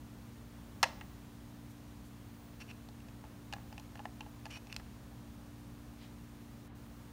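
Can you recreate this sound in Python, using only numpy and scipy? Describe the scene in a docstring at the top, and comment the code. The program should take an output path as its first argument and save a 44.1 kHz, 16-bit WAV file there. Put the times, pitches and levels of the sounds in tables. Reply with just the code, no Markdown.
"""A sugar cube drops into a thin plastic cup of water on a metal pan; a hand grips the cup, swirls it so that the
cube knocks about, and lets go. Grainy pushes ring the cup's modes, and sliding fingers drive them with noise.
The drop adds gliding bubble notes and a rush of spray; the hand and sleeve rustle as soft bursts of noise.
Beneath lies a quiet room: ventilation rush with hum, a faint high whine of sines, and microphone hiss of noise."""
import sys
import numpy as np
from scipy import signal
from scipy.fft import rfft, irfft, next_fast_len
from scipy.io import wavfile
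from scipy.ndimage import uniform_filter1d, map_coordinates

SR = 44100
rng = np.random.default_rng(int(sys.argv[2]) if len(sys.argv) > 2 else 0)


def boost_factor(decibels):
    """Convert a level in decibels to a linear amplitude factor."""
    exponent = np.asarray(decibels, float) / 20
    return 10 ** exponent


def transcribe(signal):
    """Save signal, clipped to [-1, 1], as a 16-bit WAV file at the path in sys.argv[1]."""
    frames = np.atleast_2d(signal).T
    limited = np.clip(frames, -1, 1)
    pcm = np.round(limited * 32767).astype(np.int16)
    wavfile.write(sys.argv[1], SR, pcm)


N = 314105

# ventilation rush: (frequency [Hz], relative density [dB per Hz])
AIR_SPECTRUM = [(12, -30), (25, -15), (58, 3), (117, 0), (160, -4.5), (198, 3), (227, -6), (295, -10.5),
                (337, -9.5), (455, -12), (689, -14), (985, -14.5), (1800, -21.5), (2340, -56), (3960, -120)]
# fan motor and mains lines: (frequency [Hz], nominal level [dB])
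HUM_LINES = [(38, -76), (58.2, -61.5), (70, -69), (103, -67), (120.1, -59), (143, -78), (174.6, -74),
             (232.7, -59.5), (290.9, -61.5), (349.1, -78.5)]
# microphone hiss: (frequency [Hz], relative density [dB per Hz])
HISS_SPECTRUM = [(880, -38), (1500, -14.5), (1880, -2), (2560, -3.5), (4200, -6), (4920, -8), (7030, -8),
                 (7690, -12), (8740, -8.5), (10300, -13), (11200, -11), (14500, -11), (15100, -15),
                 (15500, -9), (15780, -11), (15900, -60)]
# faint high whine: (frequency [Hz], nominal level [dB])
WHINE_LINES = [(15228, -86.5)]
# the hiss's treble dips briefly: (from [s], to [s], change [dB], above [Hz])
TREBLE_DIP = (6.68, 6.75, -11, 3500)

# contacts on the cup: (time [s], air boom [dB], plastic [dB],
# hardness [dB]: + favours the rim, - the body, wall ring over plastic [dB])
TAPS = [(0.8289, -30, -16.5, 2, -12), (0.8315, -37, -20, 0.5, -12), (0.835, -25, -27, -6.5, 4.5),
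        (0.839, -38, -27.5, 3.5, 4), (0.8419, -46, -33, -7, -13), (1.01, -47, -50, -9.5, 7.5),
        (2.8875, -45, -56, 9.5, -10), (3.003, -63, -60, 5, 6), (3.085, -48, -53, 1.5, 2),
        (3.239, -44.5, -57, -5, -3), (3.25, -51, -63, 0, 4), (3.526, -37, -40.5, 2.5, 7),
        (3.535, -34.5, -33.5, 1, -3), (3.564, -41.5, -57, -6, -2), (3.582, -46, -57, -2, -3),
        (3.726, -44, -47.5, -1, 0), (3.779, -44, -46.5, 2.5, 7), (3.7975, -46, -50.5, 8, -5),
        (3.92, -50, -58, 0, -6), (3.955, -43.5, -46.5, -3, -2), (3.973, -64, -58, 3, 6),
        (3.992, -38.5, -52.5, -8, 8), (4.0, -39, -63, -2, -6), (4.054, -30, -43.5, -6.5, -1),
        (4.207, -38, -45.5, 1, 10.5), (4.227, -50, -63, 0, 5), (4.262, -41.5, -61, -3, 4),
        (4.455, -41.5, -41, 2.5, 1.5), (4.463, -39.5, -45, -2, -4), (4.571, -45, -49, 1, -11),
        (4.6698, -57, -55, 9, 4.5), (4.7262, -60, -48.5, 14.5, 10), (4.7435, -66, -50, 8, -4),
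        (4.764, -48, -42, 14.5, 4.5), (4.797, -50, -51, -4.5, -3)]
# the cup's modes, by family: (frequency [Hz], relative level [dB], t60 [s])
BOOM_MODES = [(677, -9, 0.11), (856, 4.5, 0.039), (1010, -0.5, 0.017)]
BODY_MODES = [(1350, -0.5, 0.013), (1715, 2.5, 0.021), (1906, -4.5, .028), (2080, -11, 0.026)]
WALL_MODES = [(2520, -7.5, 0.039), (2704, 3, 0.019), (2920, -2, 0.017)]
RIM_MODES = [(3500, 2.5, 0.0071), (4120, 0, 0.011), (4550, 1, 0.007), (5240, 0, 0.0078),
             (5640, -6.5, 0.016), (5930, -3.5, 0.006), (7030, -7.5, 0.015), (8370, -7.5, 0.0053),
             (9760, -23, 0.0031), (11600, -2, 0.0021)]
# each body mode while the cup stands free on the pan, over its level in the hand: (change [dB])
FREE_BODY_DB = [1, -4, 5.5, 5.5]

# air pockets dragged under by the drop: (time [s], start [Hz], end [Hz], peak [dB], length [ms])
BUBBLES = [(.8290, 1005, 880, -19.5, 6.1), (.8342, 745, 1090, -22, 6.8), (.8570, 590, 664, -40, 11),
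           (.8585, 1010, 915, -40, 8.2)]
# water thrown up by the drop settles: (time [s], rms before the fades [dB], t60 [s])
SPLASH = (.832, -43.5, 0.35)
# colour of that spray: (frequency [Hz], relative density [dB per Hz])
SPRAY_SPECTRUM = [(260, -50), (450, -31), (495, 2), (661, 0), (718, -25), (858, -5), (1390, -11),
                  (1800, -11), (4780, -16), (12000, -37), (15600, -65), (22000, -120)]
# the room's decay: (frequency [Hz], t60 [s])
ROOM_DECAY = [(250, 0.3), (1000, 0.54), (3000, 0.4), (6000, 0.45), (14000, 0.069)]

# soft rustles of the moving hand and sleeve: (time [s], peak level [dB], spread [s], nominal centre [Hz])
RUSTLES = [(1.71, -67, .008, 11000), (2.068, -68, .015, 9000), (6.034, -62.5, 0.032, 3500)]
# fingers sliding on the cup: (time [s], length [s], level [dB], swell over the stroke [dB], grip [dB])
RUBS = [(2.604, 0.019, -51, 2.5, -0.5), (2.682, 0.031, -61, 10, -1), (4.506, 0.07, -51, 0.5, 6),
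        (4.7, 0.033, -58, -2, -5)]
# how strongly a sliding finger wakes boom, body, wall and rim: (level [dB])
RUB_FAMILY_DB = [-22, -17, -0.5, -9.5]
# thin rings and airy skin hiss that only sliding wakes: (frequency [Hz], relative level [dB], t60 [s])
RUB_MODES = [(4500, -15, .02), (5550, -10.5, 0.025), (9000, -5, .001)]


def unit(x):
    """Scales a sound to rms 1."""
    return x / np.sqrt(np.mean(x ** 2) + 1e-20)


def along(points, hz):
    """Reads (frequency, value) points on a log frequency axis."""
    f, v = np.transpose(points)
    return np.interp(np.log(hz + 1), np.log(f + 1), v)


def wobble(rate):
    """A smooth random curve with rate knots a second."""
    knots = rng.standard_normal(int(N * rate / SR) + 4)
    return map_coordinates(knots, [np.arange(N) * rate / SR])


def noise(spectrum):
    """Random noise of rms 1, coloured by a spectrum."""
    m = next_fast_len(N + 8192)
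    gain = boost_factor(along(spectrum, np.fft.rfftfreq(m, 1 / SR)))
    white = rng.standard_normal(m)
    return unit(irfft(rfft(white) * gain, m)[:N])


def tones(lines, waver_db, rate, drift):
    """Steady sines whose level [dB] and phase [rad] waver slightly, at rate knots a second."""
    t = np.arange(N) / SR
    out = np.zeros(N)
    for hz, db in lines:
        level = boost_factor(db + 3.5 + waver_db * wobble(rate))  # a sine's peak lies 3 dB over its rms
        phase = drift * wobble(rate) + 6 * rng.random()
        out += level * np.sin(2 * np.pi * hz * t + phase)
    return out


def ventilation():
    """Rushing air as slowly wavering low noise, with its hum as a set of nearly steady sines."""
    air = noise(AIR_SPECTRUM)
    band = signal.butter(4, [380, 1500], "bandpass", fs=SR, output="sos")
    middle = signal.sosfilt(band, air)
    level = boost_factor(-63.5 + 0.34 * wobble(1.34))  # sets the rms of the middle band
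    return air * level / np.std(middle) + tones(HUM_LINES, 1.02, 2.48, 0.14)


def hiss_and_whine():
    """Microphone hiss as slightly wavering noise and a wavering high sine; their treble dips briefly."""
    hiss = boost_factor(-66 + 0.25 * wobble(1.9)) * noise(HISS_SPECTRUM)
    bed = hiss + tones(WHINE_LINES, 4.9, 6, 1.2)
    start, end, dip_db, above_hz = TREBLE_DIP
    low = signal.sosfiltfilt(signal.butter(2, above_hz, fs=SR, output="sos"), bed)
    treble = bed - low
    t = np.arange(N) / SR
    inside = 1.0 * ((t > start) & (t < end))
    dip = uniform_filter1d(inside, size=300) * dip_db
    return bed - treble * (1 - boost_factor(dip))


def ring(modes, scatter_db, detune):
    """One blow's decaying modes; grip and water level shift strength and pitch a little each time."""
    t = np.arange(SR // 10) / SR
    out = np.zeros(len(t))
    for hz, db, t60 in modes:
        strength, pitch = rng.standard_normal(2)
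        decay = boost_factor(db + scatter_db * strength - 60 * t / t60)
        out += decay * np.sin(2 * np.pi * hz * (1 + detune * pitch) * t)
    return out


def contact_force(hard_db):
    """A rough push on the cup, shorter the harder it is; crumbly sugar makes it grainy."""
    t = np.arange(SR // 50) / SR
    push_ms = 0.96 * boost_factor(-0.4 * hard_db)  # time at which the push peaks
    u = 1000 * t / push_ms
    grain = rfft(u * np.exp(-u) * rng.standard_normal(len(t)))
    flat = grain / np.abs(grain) ** 0.98  # nearly level spectrum: it favours no pitch
    return irfft(flat, len(t)) * np.exp(-u / 6)


def taps():
    """Each contact's push rings the cup's families; a harder one is brighter, with less body and more rim."""
    out = np.zeros(N + SR)
    grip_s = 2.5  # the hand takes the cup
    for s, boom_db, plastic_db, hard_db, wall_db in TAPS:
        force = contact_force(hard_db)
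        body = [(hz, level + (s < grip_s) * free_db, t60)
                for (hz, level, t60), free_db in zip(BODY_MODES, FREE_BODY_DB)]
        families = ((boom_db, BOOM_MODES, 0.03),
                    (plastic_db - 1.1 * hard_db, body, 0.015),
                    (plastic_db + wall_db, WALL_MODES, 0.015),
                    (plastic_db + hard_db, RIM_MODES, 0.05))
        for db, modes, detune in families:
            hit = np.convolve(force, ring(modes, 0.37, detune))
            out[round(s * SR):][:len(hit)] += boost_factor(db) * hit / np.abs(hit).max()
    return out[:N]


def radiated(x, low_hz, high_hz):
    """A small cup sends out no bass and little of the highest treble."""
    return signal.sosfilt(signal.butter(3, [low_hz, high_hz], "bandpass", fs=SR, output="sos"), x)


def bubbles():
    """Each air pocket sings a short gliding note as it changes size and depth."""
    out = np.zeros(N)
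    for s, from_hz, to_hz, db, ms in BUBBLES:
        u = np.linspace(0, 1, round(ms * SR / 1000))
        phase = 2 * np.pi * np.cumsum(from_hz + (to_hz - from_hz) * u) / SR
        swell = np.sin(np.pi * u ** 0.5)  # rises faster than it falls
        out[round(s * SR):][:len(u)] += boost_factor(db) * swell * np.sin(phase)
    return out


def splash():
    """Droplets and fizz: a lumpy rush of noise dying away after the drop."""
    s, db, t60 = SPLASH
    t = np.maximum(np.arange(N) / SR - s, 0)
    onset = 1 - np.exp(-t / 0.0071)
    return noise(SPRAY_SPECTRUM) * boost_factor(db + 1.3 * wobble(60.3) - 60 * t / t60) * onset


def room(x):
    """Each third of a second gets its own noise tail, every frequency dying at its own speed."""
    out, step = np.zeros(N + 2 * SR), SR // 3
    for start in range(0, N, step):
        hz, t, z = signal.stft(rng.standard_normal(SR // 2), SR, nperseg=256)
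        decay = boost_factor(-60 * t / along(ROOM_DECAY, hz)[:, None])
        tail = signal.istft(z * decay, SR, nperseg=256)[1]
        wet = signal.fftconvolve(x[start:start + step], tail / np.linalg.norm(tail))
        out[start + 300:][:len(wet)] += wet  # the tail follows 300 samples later
    return out[:N]


def rustles():
    """Hand and sleeve: brief bell-shaped swells of cloth noise, about two octaves wide."""
    t = np.arange(N) / SR
    out = np.zeros(N)
    for s, db, spread, hz in RUSTLES:
        cloth = noise([(hz / 4, -25), (hz / 2, 0), (hz * 1.2, 0), (hz * 3, -25)])
        out += boost_factor(db) * np.exp(-0.5 * ((t - s) / spread) ** 2) * cloth
    return out


def rubs():
    """Skin slips in dense uneven grains that drive the cup's modes; a tight grip damps the middle wall mode."""
    out, t = np.zeros(N), np.arange(N) / SR
    attack_s, release_s, edge_db = 0.011, 0.011, -26  # fades outside the stroke, and how far down they reach
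    for s, length, db, swell_db, grip_db in RUBS:
        wall = [(hz, level + share * grip_db, t60)
                for (hz, level, t60), share in zip(WALL_MODES, (0.5, -1, 0.5))]
        cup = ring(RUB_MODES, 0, 0)
        for level, family in zip(RUB_FAMILY_DB, (BOOM_MODES, BODY_MODES, wall, RIM_MODES)):
            cup += boost_factor(level) * ring(family, 0, 0)
        unevenness = boost_factor(1.5 * wobble(400) + 0.8 * wobble(90))
        grains = unit(rng.standard_normal(N) * unevenness)
        times = [s - attack_s, s, s + length, s + length + release_s]
        levels = [db + edge_db, db, db + swell_db, db + swell_db + edge_db]
        stroke = boost_factor(np.interp(t, times, levels, left=-120, right=-120))
        out += signal.fftconvolve(grains * stroke, cup / np.linalg.norm(cup))[:N]
    return out


def scene():
    """Cup and bubbles with their room tail, then splash and rustles, over the quiet background."""
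    background = ventilation() + hiss_and_whine()
    cup = radiated(taps() + rubs(), low_hz=653, high_hz=11900) + bubbles()
    mix = cup + boost_factor(-22) * room(cup) + splash() + rustles() + background
    return mix[None]  # one channel


def band_limit(x):
    """A steep low-pass at the top of the band."""
    return signal.sosfilt(signal.butter(12, 16430, fs=SR, output="sos"), x)


def record(dry):
    """Takes the finished mix, at its own level, to the final sound."""
    return band_limit(dry)


dry = scene()
out = record(dry)
transcribe(out)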